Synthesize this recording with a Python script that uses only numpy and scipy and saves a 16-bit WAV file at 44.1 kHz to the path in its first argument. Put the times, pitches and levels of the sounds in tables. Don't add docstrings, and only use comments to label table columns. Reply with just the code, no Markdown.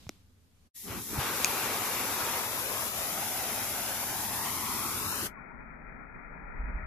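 import sys
import numpy as np
from scipy import signal
from scipy.fft import rfft, irfft, next_fast_len
from scipy.io import wavfile
from scipy.ndimage import uniform_filter1d

SR = 44100
rng = np.random.default_rng(int(sys.argv[2]) if len(sys.argv) > 2 else 0)


def undo_db(level):
    steps = np.asarray(level, float) / 20
    return 10 ** steps


def unload_audio(sound):
    columns = np.transpose(np.atleast_2d(sound))
    steps = np.round(np.clip(columns, -1, 1) * 32767)
    wavfile.write(sys.argv[1], SR, steps.astype(np.int16))


N = 302746
T = np.arange(N) / SR
HZ = np.fft.rfftfreq(2048, 1 / SR)[:, None]
FRAMES = np.arange(N // 512 + 5) * 512 / SR
EDGE_HZ = 14560


def evened(x):
    return x / np.sqrt(np.mean(abs(x) ** 2) + 1e-30)


def read(points, hz=HZ):
    f, value = np.transpose(points)
    return np.interp(np.log(hz + 1), np.log(f + 1), value)


def column(rows, index, t=T):
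    return np.interp(t, *np.array(rows)[:, [0, index]].T)


def bumps(rows, t=T):
    return sum(db * np.exp(-((t - s) / wide_s) ** 2) for s, db, wide_s in rows)


def late(ms):
    return np.exp(-2j * np.pi * HZ * ms / 1000)


def noise(colour, ports, alike_hz, band, patchy_db, flicker_db, alike_high=0):
    a, b, c, d, e, f, patches = rng.standard_normal((len(FRAMES), len(HZ), 7)).T
    patches = uniform_filter1d(patches, size=16, axis=0)
    patches = evened(uniform_filter1d(patches, size=6, axis=1))
    flicker = evened(uniform_filter1d(rng.standard_normal(len(FRAMES)), size=2))
    alike = np.clip(alike_high + (1 - alike_high) / (1 + (HZ / alike_hz) ** 2), 0, 1)
    shared = np.sqrt(alike) * (a + 1j * b) * ports
    separate = np.sqrt(1 - alike) * np.array([c + 1j * d, e + 1j * f]) * abs(ports)
    level_db = read(colour) + patchy_db * patches + flicker_db * flicker
    z = (shared + separate) * undo_db(level_db) * (HZ < EDGE_HZ)
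    out = signal.istft(z, nperseg=2048, noverlap=1536)[1]
    hz = np.fft.rfftfreq(out.shape[1], 1 / SR)
    heard = rfft(out.mean(0))[(hz > band[0]) & (hz < band[1])]
    return out[:, :N] * out.shape[1] / np.sqrt(2 * np.sum(abs(heard) ** 2))


def bass(colour, apart, band):
    both, left, right = rng.standard_normal((3, N))
    size = next_fast_len(N, True)
    hz = np.fft.rfftfreq(size, 1 / SR)
    z = rfft(both + apart * np.array([left, right]), size) * undo_db(read(colour, hz))
    heard = irfft(z.mean(0) * (hz > band[0]) * (hz < band[1]), size)
    return irfft(z, size)[:, :N] / np.sqrt(np.mean(heard ** 2))


# frequency in Hz, level in dB per Hz.
HUM_COLOUR = [(8.8, -24), (15, -1), (32, -25), (64, -8), (75, -2), (97, -3), (114, -18), (250, -12.5),
              (300, -23), (800, -39), (1040, -73), (1760, -120)]
HISS_COLOUR = [(240, -40), (400, -3), (676, -11), (797, -8), (2420, -12), (2650, -11.5), (3790, -12),
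               (14400, -17)]
RUSTLE_COLOUR = [(300, -17), (500, -4), (1500, -6), (4000, 0), (6000, -4.5), (9000, -10), (14300, -11),
                 (14600, -80)]
HUM_DB, HISS_DB, RUSTLE_HUM_DB, RUSTLE_DB, SETTLE_S = -64.5, -77.5, 8.5, -65, .17


def yard():
    fading = np.exp(-(T / SETTLE_S) ** 2)
    hum = bass(HUM_COLOUR, 0.56, (40, 400)) * undo_db(HUM_DB + RUSTLE_HUM_DB * fading)
    rustle = bass(RUSTLE_COLOUR, 3.1, (2000, 9000)) * undo_db(RUSTLE_DB) * fading
    hiss = noise(HISS_COLOUR, np.ones((2, 1, 1)), 300, (2000, 9000), 1.1, .6) * undo_db(HISS_DB)
    return hum + rustle + hiss


# start in seconds, peak in dB, main frequency in Hz, sign, cycles.
PRESSURE_PUSHES = [
    (.0676, -38, 115, -1, 1.6),
    (.0927, -35, 290, 1, 2.4),
    (5.37, -46, 1100, 1, 25),
    (1.131, -28, 300, -1, 1.5),
    (1.176, -28, 200, 1, 1.2),
    (1.185, -24, 110, -1, 1.5),
]


def pushes():
    out = np.zeros(N)
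    for s, db, hz, sign, cycles in PRESSURE_PUSHES:
        u = np.clip((T - s) * hz / cycles, 0, 1)
        out += np.sign(sign) * undo_db(db) * np.sin(2 * np.pi * cycles * u) * np.sin(np.pi * u ** .5)
    return out


# start in seconds, peak in dB, left minus right in dB, index of ringing object.
HARD_CLICKS = [
    (.0674, -31, 0, 2),
    (.0922, -15.5, 0, 0),
    (1.4456, -1, 5, 1),
    (1.4569, -17, -7, 1),
]
# frequency in Hz, level in dB, 60 dB decay in seconds.
OBJECT_RINGS = [
    [(700, -5, .007), (1300, -4, .005), (2100, -2, .004), (3600, -6, .004), (5700, -2, .0045),
     (6800, -7, .004), (8500, -11, .003), (11500, -12, .003), (14000, -13, .003)],
    [(2500, -7, .013), (3600, -10, .004), (4900, -3, .005), (6500, 1, .005), (8700, -5, .004),
     (12500, -10, .003)],
    [(900, 0, .004), (2200, -3, .003), (3500, -6, .003)],
]


def clicks():
    out = np.zeros((2, N))
    t = np.arange(1500) / SR
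    for s, db, lean_db, thing in HARD_CLICKS:
        at = round(s * SR)
        hz, ring_db, t60_s = np.transpose(OBJECT_RINGS[thing])[:, :, None]
        for port, side in enumerate((.5, -.5)):
            cycles = hz * t + .2 * rng.random(hz.shape)
            ring = undo_db(ring_db - 60 * t / t60_s) * np.sin(2 * np.pi * cycles)
            onset = np.minimum(t / .0003, 1)
            out[port, at:at + len(t)] += undo_db(db - 5 + side * lean_db) * ring.sum(0) * onset
    return out


# time in seconds, lateness of ground echo in ms.
ECHO_LATENESS = [(.74, 2.6), (2.4, 2.42), (2.75, 1.85), (3.3, 1.38), (3.5, 1.6), (4.3, 1.2), (4.5, 1.0),
                 (4.9, .87), (5.28, .63)]
HIGH_MS, LOW_MS = 2.8, 1.35


def lowered(t):
    return np.clip((HIGH_MS - column(ECHO_LATENESS, index=1, t=t)) / (HIGH_MS - LOW_MS), 0, 1)


# time in seconds, lead of left port in ms.
LEFT_LEAD = [(.74, 0.017), (2.3, 0.048), (2.58, 0.17), (2.95, .16), (3.2, 0.049), (4.4, .06), (4.9, 0.1),
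             (5.28, 0.14)]
ECHO_HIGH, ECHO_LOW, RIGHT_ECHO, RIGHT_LEAST_MS = .12, .68, .7, .74
BOX_HIGH, BOX_LOW = .22, .08


def echoed(share_gain, dull_hz):
    lateness_ms = column(ECHO_LATENESS, index=1, t=FRAMES)
    lead_ms = column(LEFT_LEAD, index=1, t=FRAMES)
    share = ECHO_HIGH + (ECHO_LOW - ECHO_HIGH) * lowered(FRAMES)
    share = np.clip(share * share_gain, 0, 1) / (1 + (HZ / dull_hz) ** 2)
    share = share * (1 - 0.316 / (1 + (HZ / 1300) ** 4))
    box = (BOX_HIGH + (BOX_LOW - BOX_HIGH) * lowered(FRAMES)) * late(0.82) / (1 + (HZ / 2500) ** 2)
    left = 1 + share * late(lateness_ms) + box
    right_ms = np.maximum(lateness_ms * 0.868, RIGHT_LEAST_MS)
    right = late(lead_ms) * (1 + RIGHT_ECHO * share * late(right_ms) + box)
    return np.array([left, right])


# frequency in Hz, level in dB per Hz.
JET_COLOUR = [(530, -87), (900, -53.5), (1300, -43), (1870, -9.5), (2360, -16.5), (2500, -16.5),
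              (4020, -8.5), (4410, -7), (5500, -6.5), (9160, -5), (14400, -3)]
# frequency in Hz, width in Hz, gain in dB.
PORT_CAVITIES = [
    [(4700, 700, -4), (8800, 1400, -4), (11000, 1400, 4)],
    [(4550, 700, -4), (9300, 1200, -6), (11600, 1200, 2)],
]
PORT_SHIFT = .05
JET_DB, OPEN_S, OPENING_DB_PER_S, JET_SAG_DB_PER_S, JET_FOLLOWS = -38, 1.38, 18, 0.24, 0.71


def air_jet(dips_db):
    since_s = T - OPEN_S
    jet_db = JET_DB + np.minimum(OPENING_DB_PER_S * since_s, -JET_SAG_DB_PER_S * since_s)
    contrast = np.clip(column(ECHO_LATENESS, index=1, t=FRAMES) / LOW_MS, 0, 1)
    shifted_hz = HZ / (1 - PORT_SHIFT * lowered(FRAMES))
    cavity = []
    for port in PORT_CAVITIES:
        port_db = sum(db * np.exp(-((shifted_hz - hz) / wide_hz) ** 2 * 2) for hz, wide_hz, db in port)
        cavity.append(undo_db(contrast * port_db))
    ports = echoed(0.87, 5060) * np.array(cavity)
    jet = noise(JET_COLOUR, ports, 1500, (6000, 14500), 0.55, 0.46, alike_high=0.09)
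    return jet * undo_db(jet_db + JET_FOLLOWS * dips_db)


# frequency in Hz, level in dB per Hz.
ROAR_COLOUR = [(88, -33), (150, -12.5), (403, -5), (574, -4), (885, -1.5), (1300, -4), (1910, -5.5),
               (2410, -6), (6000, -14), (7800, -29.5), (13200, -120)]
DULL_HIGH_DB, DULL_LOW_DB = 1.04, 1.03
FACING_HZ, FACING_DB = 1400, 1
LIT_DB, LOWERED_DB = -36, -6.5


def flame_roar(lighting_db, lit, dips_db):
    flame_db = np.where(lit, LIT_DB + LOWERED_DB * lowered(T) + dips_db, lighting_db)
    low = lowered(FRAMES)
    gap = (HZ + 1) * column(ECHO_LATENESS, index=1, t=FRAMES) ** .75 / 1000
    hollow = np.exp(-np.log2(gap) ** 2 / .12)
    dull_db = DULL_HIGH_DB + (DULL_LOW_DB - DULL_HIGH_DB) * low
    turned_db = dull_db * (2.6 * hollow * np.sqrt(low) - np.log2(1 + HZ / 900))
    facing_db = FACING_DB * (1 - low) * np.exp(-np.log2((HZ + 1) / FACING_HZ) ** 2 / .15)
    ports = echoed(0.92, 5200) * undo_db(turned_db + facing_db)
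    return noise(ROAR_COLOUR, ports, 2000, (500, 2500), 1.17, .8) * undo_db(flame_db + 0.5)


# frequency in Hz, level in dB per Hz.
FLUTTER_COLOUR = [(8.8, -49), (15, -32.5), (27, -26.5), (59, -3), (113, 4), (150, -5.5), (215, 1),
                  (318, -4), (420, -4.5), (550, -33), (920, -120)]
UNLIT_FLUTTER_DB, FLUTTER_CAP_DB, LIT_FLUTTER_DB, GROUND_FLUTTER_DB = 9.5, -39.5, -46, 4
CAUGHT_S, FLUTTER_FOLLOWS = 1.195, 0.58


def flame_flutter(lighting_db, dips_db):
    near = np.clip(1 - column(ECHO_LATENESS, index=1) / LOW_MS, 0, 1) * 2
    steady_db = LIT_FLUTTER_DB + FLUTTER_FOLLOWS * dips_db + GROUND_FLUTTER_DB * near
    struggling_db = np.minimum(lighting_db + UNLIT_FLUTTER_DB, FLUTTER_CAP_DB)
    flutter_db = np.where(T > CAUGHT_S, steady_db, struggling_db)
    return bass(FLUTTER_COLOUR, 0.64, (40, 420)) * undo_db(uniform_filter1d(flutter_db, size=600) - 3.0)


def thinned(x, under_db, from_hz):
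    hz, _, z = signal.stft(x, SR, nperseg=1024, noverlap=512)
    near = uniform_filter1d(uniform_filter1d(abs(z) ** 2, size=5, axis=1), size=2, axis=2)
    mask_db = 2 * under_db - 14 / (1 + (hz[:, None] / 2200) ** 6)
    mask = uniform_filter1d(near, size=120, axis=1) * undo_db(mask_db)
    kept = 1 / (1 + (mask / (near + 1e-20)) ** 8 * (hz[:, None] > from_hz))
    return signal.istft(z * kept, SR, nperseg=1024, noverlap=512)[1][:, :N]


# time in seconds, flame level in dB.
FLAME_LIGHTING = [
    (.76, -74),
    (.81, -75.5),
    (.88, -49),
    (.917, -44.5),
    (.99, -48),
    (1.047, -62),
    (1.131, -45.5),
    (1.193, -38),
    (1.23, -36.5),
]
# time in seconds, depth in dB, width in seconds.
FLAME_GUTTERS = [
    (2.48, -2, 0.074),
    (2.66, -2, 0.094),
    (2.91, -3, 0.05),
]
LEAN_DB, LEAN_DB_PER_MS = 1.96, 14


def torch():
    lit = T > FLAME_LIGHTING[-1][0]
    lighting_db, dips_db = column(FLAME_LIGHTING, index=1), bumps(FLAME_GUTTERS)
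    lean_db = LEAN_DB + LEAN_DB_PER_MS * column(LEFT_LEAD, index=1)
    leaning = flame_roar(lighting_db, lit, dips_db) + air_jet(dips_db)
    leaning = leaning * undo_db(lean_db * np.array([[.5], [-.5]]))
    return thinned(leaning + flame_flutter(lighting_db, dips_db), -4.6, 450)


# frequency in Hz, level in dB per Hz.
RUMBLE_COLOUR = [(7.1, -44), (12, -3.5), (27, 0.5), (43, 2), (62, -3.5), (92, -28.5), (108, -31.5),
                 (130, -27.5), (170, -56.5), (290, -120)]
BREEZE_DB = -70.5


def draught():
    return bass(RUMBLE_COLOUR, 0.34, (15, 90)) * undo_db(BREEZE_DB + 5.3 * lowered(T))


# frequency in Hz, level in dB per Hz.
WASH_COLOUR = [(59, -52), (100, -5.5), (162, -1.5), (243, -4.5), (332, -12.5), (423, -8.5), (471, -16.5),
               (624, -10), (734, -15), (785, -9.5), (1180, -14), (1350, -4), (1580, -13.5), (1860, -11),
               (2500, -17), (3250, -46), (5500, -120)]
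# frequency in Hz, left minus right in dB.
WASH_BALANCE = [(60, -10.5), (150, 3), (380, 6), (950, 7), (2380, 13), (5980, 13.5), (15000, -2.0)]
# time in seconds, peak in dB, main frequency in Hz.
DUST_FLARES = [
    (6.56, -36, 30),
    (6.601, -28.5, 32),
    (6.641, -37, 36),
    (6.701, -31, 42),
    (6.73, -37, 36),
    (6.762, -29.5, 36),
    (6.838, -34, 55),
]
# time in seconds, depth in dB, width in seconds.
RUMBLE_LULL = (5.468, -3.5, .04)
WASH_DB, RUMBLE_DB, WASH_GAIN_DB, RUMBLE_GAIN_DB = -51.5, -53, 3.5, 12.5
GROW_FROM_S, GROWN_S, SLOW_EDGE_HZ, RESIDUE_DB = 6.24, 6.65, 2520, -95


def fireball():
    size = np.clip((T - GROW_FROM_S) / (GROWN_S - GROW_FROM_S), 0, 1)
    grit = undo_db(RESIDUE_DB) * rng.standard_normal((2, N))
    lean = undo_db(read(WASH_BALANCE) * np.array([.5, -.5])[:, None, None])
    ground = np.array([1 + 0.21 * late(4.2), 1 + 0.11 * late(3.2)])
    ports = lean * (HZ < SLOW_EDGE_HZ) * ground
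    wash = noise(WASH_COLOUR, ports, 130, (300, 2500), 1.0, 0.78) * undo_db(WASH_DB + WASH_GAIN_DB * size)
    flashes = np.zeros(N)
    for s, db, hz in DUST_FLARES:
        u = np.pi * hz * (T - s)
        flashes += undo_db(db) * (1 - 2 * u ** 2) * np.exp(-u ** 2)
    rumble_db = RUMBLE_DB + RUMBLE_GAIN_DB * size + bumps([RUMBLE_LULL])
    return wash + flashes + grit + bass(RUMBLE_COLOUR, 0.69, (15, 90)) * undo_db(rumble_db)


# time in seconds, fade in dB.
SCENE_FADES = [
    [(0, 0), (.675, 0), (.69, -14), (.715, -45)],
    [(.735, -60), (.745, -17), (.755, -4), (.765, 0), (5.268, 0), (5.275, -8), (5.33, -46), (5.36, -66)],
    [(5.262, -30), (5.275, 0), (6.855, 0), (6.866, -12)],
]


def scene():
    taps = pushes() + clicks()
    parts = yard(), torch() + draught(), fireball()
    fades = [undo_db(np.interp(T, *np.transpose(rows), -140, -140)) for rows in SCENE_FADES]
    return sum(part * fade for part, fade in zip(parts, fades)) + taps


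def top_cut(x):
    return signal.sosfilt(signal.butter(12, 15890, fs=SR, output="sos"), x)


def record(dry):
    return top_cut(dry)


dry = scene()
out = record(dry)
unload_audio(out)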